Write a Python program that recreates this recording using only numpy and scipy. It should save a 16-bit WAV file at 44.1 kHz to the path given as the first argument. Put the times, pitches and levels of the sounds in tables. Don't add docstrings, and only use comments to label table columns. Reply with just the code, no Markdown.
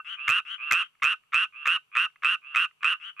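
import sys
import numpy as np
from scipy import signal
from scipy.fft import rfft, irfft, next_fast_len
from scipy.io import wavfile
from scipy.ndimage import uniform_filter1d, minimum_filter1d

SR = 44100
rng = np.random.default_rng(int(sys.argv[2]) if len(sys.argv) > 2 else 0)


def generate_wav(sig):
    pcm = np.round(np.clip(np.atleast_2d(sig).T, -1, 1) * 32767).astype(np.int16)
    wavfile.write(sys.argv[1], SR, pcm)


N = 141120

# frequency in Hz, relative level in dB.
FLOOR_SPECTRUM = [(25, -10), (150, -5.5), (320, -13.5), (750, -12.5), (1200, 1), (1900, -11), (2750, 4),
                  (3700, -15.5), (5000, -20.5), (12000, -18.5), (15000, -30.5)]
FAR_RASP_SPECTRUM = [(100, -34.5), (700, -21), (1100, -8.5), (2200, 6), (3300, 9), (4200, -24.5),
                     (5400, -26), (6200, -22.5), (7000, -25), (9500, -25), (11200, -25.5), (12200, -43),
                     (15000, -59.5)]
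NEAR_RASP_SPECTRUM = [(30, -46), (100, -29), (200, -15.5), (300, -20.5), (860, -21), (1150, 8), (2000, 1.5),
                      (3000, -1.5), (3700, -5), (4600, -31.5), (5500, -19), (7000, -24.5), (9300, -28),
                      (10500, -36), (13000, -46.5), (15500, -53.5)]
OVERLOAD_SPECTRUM = [(30, -21), (100, 9.5), (250, -3.5), (600, 3.5), (2000, 5), (4500, 1), (7000, 4.5),
                     (10000, -10), (13000, -6), (15500, -28.5)]
# frequency in Hz, RMS level in dB.
HUM_TONES = [(150, -93), (428, -96)]
# multiple of WHINE_BASE_HZ, RMS level in dB.
WHINE_HARMONICS = [(3, -97), (4, -98), (5, -97), (6, -97)]
# frequency in Hz, level in dB, T60 in seconds.
AFTER_RING_MODES = [(1250, -27, .028), (1502, -38.5, .075), (2702, -37, .075)]
# start in seconds, length in seconds, level in dB, tuning ratio.
LEFT_CROAKS = [(.046, 0.11, -15, 0.95), (.451, 0.11, -14, 0.96), (.752, .112, -22.5, 0.97),
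               (2.999, 0.11, -18.5, 0.95)]
RIGHT_CROAKS = [(.165, 0.13, -18, 0.94), (.581, 0.13, -16.5, 0.93), (1.524, 0.13, -24.5, 0.93),
                (1.916, 0.11, -21, 0.93), (2.418, .135, -26.5, 0.94), (2.807, 0.15, -20, 0.95),
                (3.165, 0.19, -17.5, 0.95)]
NEAR_CROAKS = [(0.2907, 0.11, 1, 0.98), (0.7208, 0.11, .5, 0.97), (1.0412, 0.1, 0.45, 0.98),
               (1.343, 0.11, 1, .98), (1.6737, 0.099, 0.7, 1), (1.9688, 0.096, 0.5, .99),
               (2.246, 0.11, 0.5, .99), (2.559, 0.099, 1, 0.98), (2.8442, 0.097, 0.5, 0.99)]
# fraction of its length, pulse gap in seconds,
# upper resonance in Hz, its level in dB, lower resonance in Hz, its level in dB.
LEFT_CONTOUR = [(0, .0067, 2690, -13, 1367, -18.5), (0.202, .006, 2796, -3, 1465, -10),
                (0.548, .0051, 3198, 0, 1454, -6.5), (0.819, .0051, 3182, 0.5, 1560, -5),
                (1.001, .0062, 2946, -16.5, 1430, -10)]
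RIGHT_CONTOUR = [(0, .0102, 2630, -13, 1264, -14), (.16, .0083, 2657, 1.5, 1332, -4.5),
                 (.35, .0068, 2837, 6, 1380, -4), (.6, .0066, 2910, 5, 1380, -4.5),
                 (.8, 0.0069, 2936, 7, 1447, 3.5), (1.001, .0064, 2876, 1, 1380, 1)]
NEAR_CONTOUR = [(0, .0083, 2562, -1.5, 1294, -1), (0.081, .0072, 2620, -0.5, 1320, -0.5),
                (0.252, .0061, 2709, -2.5, 1440, -4), (0.54, .0055, 2816, -4.5, 1608, -6),
                (0.731, .0046, 2874, -5.5, 1479, -6.5), (0.869, .0048, 2882, -5.5, 1344, -6),
                (0.941, .0062, 2690, -12, 1378, -9.5), (1, 0.005, 2590, -19.5, 1330, -12.5)]
# ratio to the resonance, level in dB, rise in seconds, T60 in seconds.
LEFT_UPPER_MODES = [(1.009, -5.5, 0.0013, 0.015), (.9, -8.5, 0.0012, 0.0083), (1.49, -40.5, 0.0011, .007),
                    (1.991, -36.5, 0.0014, .009), (2.39, -42.5, .001, .008), (3.021, -38, .001, .006),
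                    (3.5, -44.5, .001, .005)]
RIGHT_UPPER_MODES = [(1.001, -3, .0014, .012), (1.09, -15.5, 0.0015, 0.0087)]
NEAR_UPPER_MODES = [(1.002, -6.5, 0.00068, 0.016), (1.09, -15, 0.00075, 0.006), (2, -42.5, 0.00048, 0.0073),
                    (3.19, -33, 0.0004, 0.0055), (3.38, -37.5, 0.00037, 0.0058)]
COMMON_LOWER_MODES = [(1.002, -6.5, 0.00073, 0.0098), (1.17, -13, 0.0017, 0.0089)]
# start in seconds, level in dB.
SNAP_EVENTS = [(.2772, 0), (.2806, 8), (.7082, 0.5), (.7114, 10), (1.0205, -0.5), (1.025, 4.5), (1.0325, 4),
               (1.328, -9), (1.333, 0), (1.655, 0), (1.6583, 1), (1.6675, 0.5), (1.952, 0.5), (1.9615, 0.5),
               (2.230, -12), (2.234, -0.5), (2.544, -7.5), (2.548, 0.5), (2.827, -12), (2.8312, 1),
               (3.195, -7.5)]
OVERLOAD_EVENTS = [(.2806, -4), (.2912, 3), (.3, -1), (.3072, -3), (.7114, 2), (.7224, 8), (.731, 4),
                   (.7383, -4), (1.0325, -5), (1.0418, 0), (1.05, -4), (1.3443, -2), (1.3527, -10),
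                   (1.6675, -9), (1.6756, -4), (1.9688, -9), (2.247, -10), (2.559, -8), (2.5675, -10),
                   (2.8458, -8)]
TICK_EVENTS = [(.951, -35), (.998, -34), (1.235, -37), (1.321, -13), (2.1, -35), (2.158, -23.5),
               (2.222, -13.5), (2.71, -30.5)]
# frequency in Hz, level in dB, T60 in seconds.
SLACK_SAC_MODES = [(1330, -15.5, 0.0092), (1605, -19, 0.0098), (2160, -15, 0.0087), (2650, -28.5, 0.032)]
# frequency in Hz, left minus right in dB.
LEFT_BALANCE = [(200, 2), (1300, 4.5)]
RIGHT_BALANCE = [(200, -7.5), (1300, 0.5), (2500, -4), (4400, -4.5), (9000, -9.5)]
NEAR_BALANCE = [(100, 1.5), (700, 7.5), (1300, 0), (2000, 3.5), (2600, -7), (3300, 4.5), (4400, -4),
                (8000, -5.5), (15000, 9)]
# frequency in Hz, left channel's lead in radians.
NEAR_PHASE_LEAD = [(0, -2), (2240, -0.012), (3010, 0.031), (4390, -0.87), (5000, -1), (7410, -0.39),
                   (15300, -0.2)]
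# frequency in Hz, T60 in seconds.
FIELD_DECAY = [(200, .2), (1300, 0.1), (2800, 0.15), (5000, 0.22), (12000, 0.12)]

FLOOR_DB, WHINE_BASE_HZ = -70.5, 1500
FIRST_RING_S, RING_RISE_S = 0.00076, 0.0011
JITTER_S, LEVEL_SCATTER_DB, TUNE_SCATTER = 0.000025, 0.7, 0.005
RASP_RISE_S, RASP_T60_S = 0.0007, 0.014
SNAP_BOUNCE_S, SNAP_BOUNCE_DB = 0.001792, -1
OVERLOAD_DB, SAC_CUT_HZ = -21, 1090
MUD_DELAY_S, MUD_DB = 0.00158, -18
CEILING_DB, LIMIT_S, TOP_HZ = -10.5, 0.00053, 15500
PULSE_TIME_S = np.arange(1100) / SR
HALF_SIDE = np.array([[0.5], [-0.5]])


def amp(db):
    return 10 ** (np.asarray(db) / 20)


def along(points, hz):
    knots_hz, values = np.transpose(points)
    return np.interp(np.log(hz + 1), np.log(knots_hz + 1), values)


def filtered(x, response):
    size = next_fast_len(N + SR // 2)
    return irfft(rfft(x, size) * response(np.fft.rfftfreq(size, 1 / SR)), size)[..., :N]


def coloured(x, spectrum):
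    size = 4096
    gain = amp(along(spectrum, np.fft.rfftfreq(size, 1 / SR)))
    cepstrum = irfft(np.log(gain))
    cepstrum[1:size // 2] *= 2
    cepstrum[size // 2 + 1:] = 0
    kernel = irfft(np.exp(rfft(cepstrum)))
    return signal.fftconvolve(x, kernel / np.linalg.norm(kernel))[:N]


def add(track, start_s, sound):
    i = max(0, int(round(start_s * SR)))
    if i < N:
        track[i:i + len(sound)] += sound[:N - i]


def envelope(rise_s, t60_s):
    return (1 - np.exp(-PULSE_TIME_S / rise_s)) ** 2 * amp(-60 * PULSE_TIME_S / t60_s)


def ring(hz, db, rise_s, t60_s):
    return amp(db) * envelope(rise_s, t60_s) * np.sin(2 * np.pi * hz * PULSE_TIME_S)


def radiated(x):
    return signal.sosfilt(signal.butter(10, SAC_CUT_HZ, 'high', fs=SR, output='sos'), x)


def panned(x, balance):
    return filtered(x, lambda hz: amp(along(balance, hz) * HALF_SIDE))


def night_floor():
    time_s = np.arange(N) / SR
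    hiss = np.array([coloured(rng.standard_normal(N), FLOOR_SPECTRUM) for _ in range(2)])
    partials = HUM_TONES + [(multiple * WHINE_BASE_HZ, db) for multiple, db in WHINE_HARMONICS]
    tones = sum(amp(db) * np.sqrt(2) * np.sin(2 * np.pi * hz * time_s) for hz, db in partials)
    return amp(FLOOR_DB) * hiss + tones


def after_ring():
    time_s, tones = np.arange(N) / SR, np.zeros(N)
    for onset_s in [FIRST_RING_S] + [start_s + length_s for start_s, length_s, _, _ in NEAR_CROAKS]:
        age_s = np.maximum(time_s - onset_s, 0)
        attack = 1 - np.exp(-age_s / RING_RISE_S)
        for hz, db, t60_s in AFTER_RING_MODES:
            tones += amp(db - 60 * age_s / t60_s) * attack * np.sin(2 * np.pi * hz * age_s)
    return tones


def sac_pulse(modes, hz, db, rise_scale):
    return sum(ring(ratio * hz, db + mode_db, rise_scale * rise_s, t60_s)
               for ratio, mode_db, rise_s, t60_s in modes)


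def croaks(calls, contour, upper_modes, rasp, click_db, puff_db):
    tone, puffs, clicks = np.zeros((3, N))
    knots, *columns = np.transpose(contour)
    for start_s, length_s, db, tuning in calls:
        age_s = 0
        for jitter, strength, upper_detune, lower_detune, tilt in rng.standard_normal((32, 5)):
            if age_s > length_s:
                break
            progress = age_s / length_s
            gap_s, upper_hz, upper_db, lower_hz, lower_db = (
                np.interp(progress, knots, column) for column in columns)
            upper_hz *= tuning * (1 + TUNE_SCATTER * upper_detune)
            lower_hz *= tuning * (1 + TUNE_SCATTER * lower_detune)
            upper_db += LEVEL_SCATTER_DB * tilt
            rise_scale = np.interp(progress, [0, 0.12], [0.65, 1])
            upper = sac_pulse(upper_modes, upper_hz, upper_db, rise_scale)
            lower = sac_pulse(COMMON_LOWER_MODES, lower_hz, lower_db, rise_scale)
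            onset_s = start_s + age_s + JITTER_S * jitter * 2 * progress
            gain = amp(db + LEVEL_SCATTER_DB * strength)
            add(tone, onset_s, gain * (upper + lower))
            add(puffs, onset_s, gain * amp(lower_db) * envelope(RASP_RISE_S, RASP_T60_S))
            add(clicks, onset_s + rise_scale * RASP_RISE_S, [gain * amp(lower_db + click_db)])
            age_s += gap_s
    noise = amp(puff_db) * coloured(puffs * rng.standard_normal(N), rasp)
    return radiated(tone) + coloured(clicks, rasp) + noise


def far_frogs():
    left = croaks(LEFT_CROAKS, LEFT_CONTOUR, LEFT_UPPER_MODES, FAR_RASP_SPECTRUM,
                  click_db=-10, puff_db=-23)
    right = croaks(RIGHT_CROAKS, RIGHT_CONTOUR, RIGHT_UPPER_MODES, FAR_RASP_SPECTRUM,
                   click_db=-26, puff_db=-31)
    return panned(left, LEFT_BALANCE) + panned(right, RIGHT_BALANCE)


def snaps(events, rasp_db, rise_s):
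    tone, puffs = np.zeros((2, N))
    for start_s, db in events:
        bounce_s = SNAP_BOUNCE_S * (1 + 0.15 * rng.standard_normal())
        for delay_s, hit_db in [(0, db), (bounce_s, db + SNAP_BOUNCE_DB)]:
            for hz, mode_db, t60_s in SLACK_SAC_MODES:
                tuning = 1 + 0.025 * rng.standard_normal()
                add(tone, start_s + delay_s, ring(hz * tuning, hit_db + mode_db, rise_s, t60_s))
        add(puffs, start_s, amp(db) * envelope(rise_s, RASP_T60_S))
    return radiated(tone) + amp(rasp_db) * coloured(puffs * rng.standard_normal(N), NEAR_RASP_SPECTRUM)


def overload_crackle():
    bursts = np.zeros(N)
    for start_s, db in OVERLOAD_EVENTS:
        add(bursts, start_s, amp(db + OVERLOAD_DB) * envelope(rise_s=0.00046, t60_s=0.0086))
    return coloured(bursts * rng.standard_normal(N), OVERLOAD_SPECTRUM)


def near_path(hz):
    bounce = amp(MUD_DB) * np.exp(-2j * np.pi * hz * MUD_DELAY_S)
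    return (1 + bounce) * np.exp(1j * along(NEAR_PHASE_LEAD, hz) * HALF_SIDE)


def near_frog():
    voice = croaks(NEAR_CROAKS, NEAR_CONTOUR, NEAR_UPPER_MODES, NEAR_RASP_SPECTRUM,
                   click_db=-12.5, puff_db=-23)
    voice += snaps(SNAP_EVENTS, rasp_db=-25.5, rise_s=0.00038)
    voice += snaps(TICK_EVENTS, rasp_db=-32.5, rise_s=0.00051)
    voice += after_ring()
    overload = overload_crackle() + HALF_SIDE * overload_crackle()
    return filtered(panned(voice, NEAR_BALANCE), near_path) + overload


def outdoors(x, early_db, field_db, early_t60_s=0.04):
    hz, frame_s, noise = signal.stft(rng.standard_normal((2, SR // 2)), SR, nperseg=256)
    decay = amp(-60 * frame_s / along(FIELD_DECAY, hz)[:, None])
    tail = signal.istft(noise * decay, SR, nperseg=256)[1]
    time_s = np.arange(tail.shape[1]) / SR
    early = rng.standard_normal(tail.shape) * amp(-60 * time_s / early_t60_s)
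    echo = amp(field_db) * tail / np.linalg.norm(tail[0])
    echo += amp(early_db) * early / np.linalg.norm(early[0])
    delayed = np.pad(echo, ((0, 0), (60, 0)))
    return x + signal.fftconvolve(x, delayed, axes=1)[:, :N]


def scene():
    far, near = far_frogs(), near_frog()
    frogs = outdoors(near, early_db=-21, field_db=-17.5) + outdoors(far, early_db=-2, field_db=-6)
    return frogs + night_floor()


def record(dry):
    window = int(LIMIT_S * SR)
    peak = np.abs(dry).max(axis=0)
    needed = np.minimum(1, amp(CEILING_DB) / (peak + 1e-9))
    gain = uniform_filter1d(minimum_filter1d(needed, window), window)
    return filtered(dry * gain, lambda hz: hz < TOP_HZ)


dry = scene()
out = record(dry)
generate_wav(out)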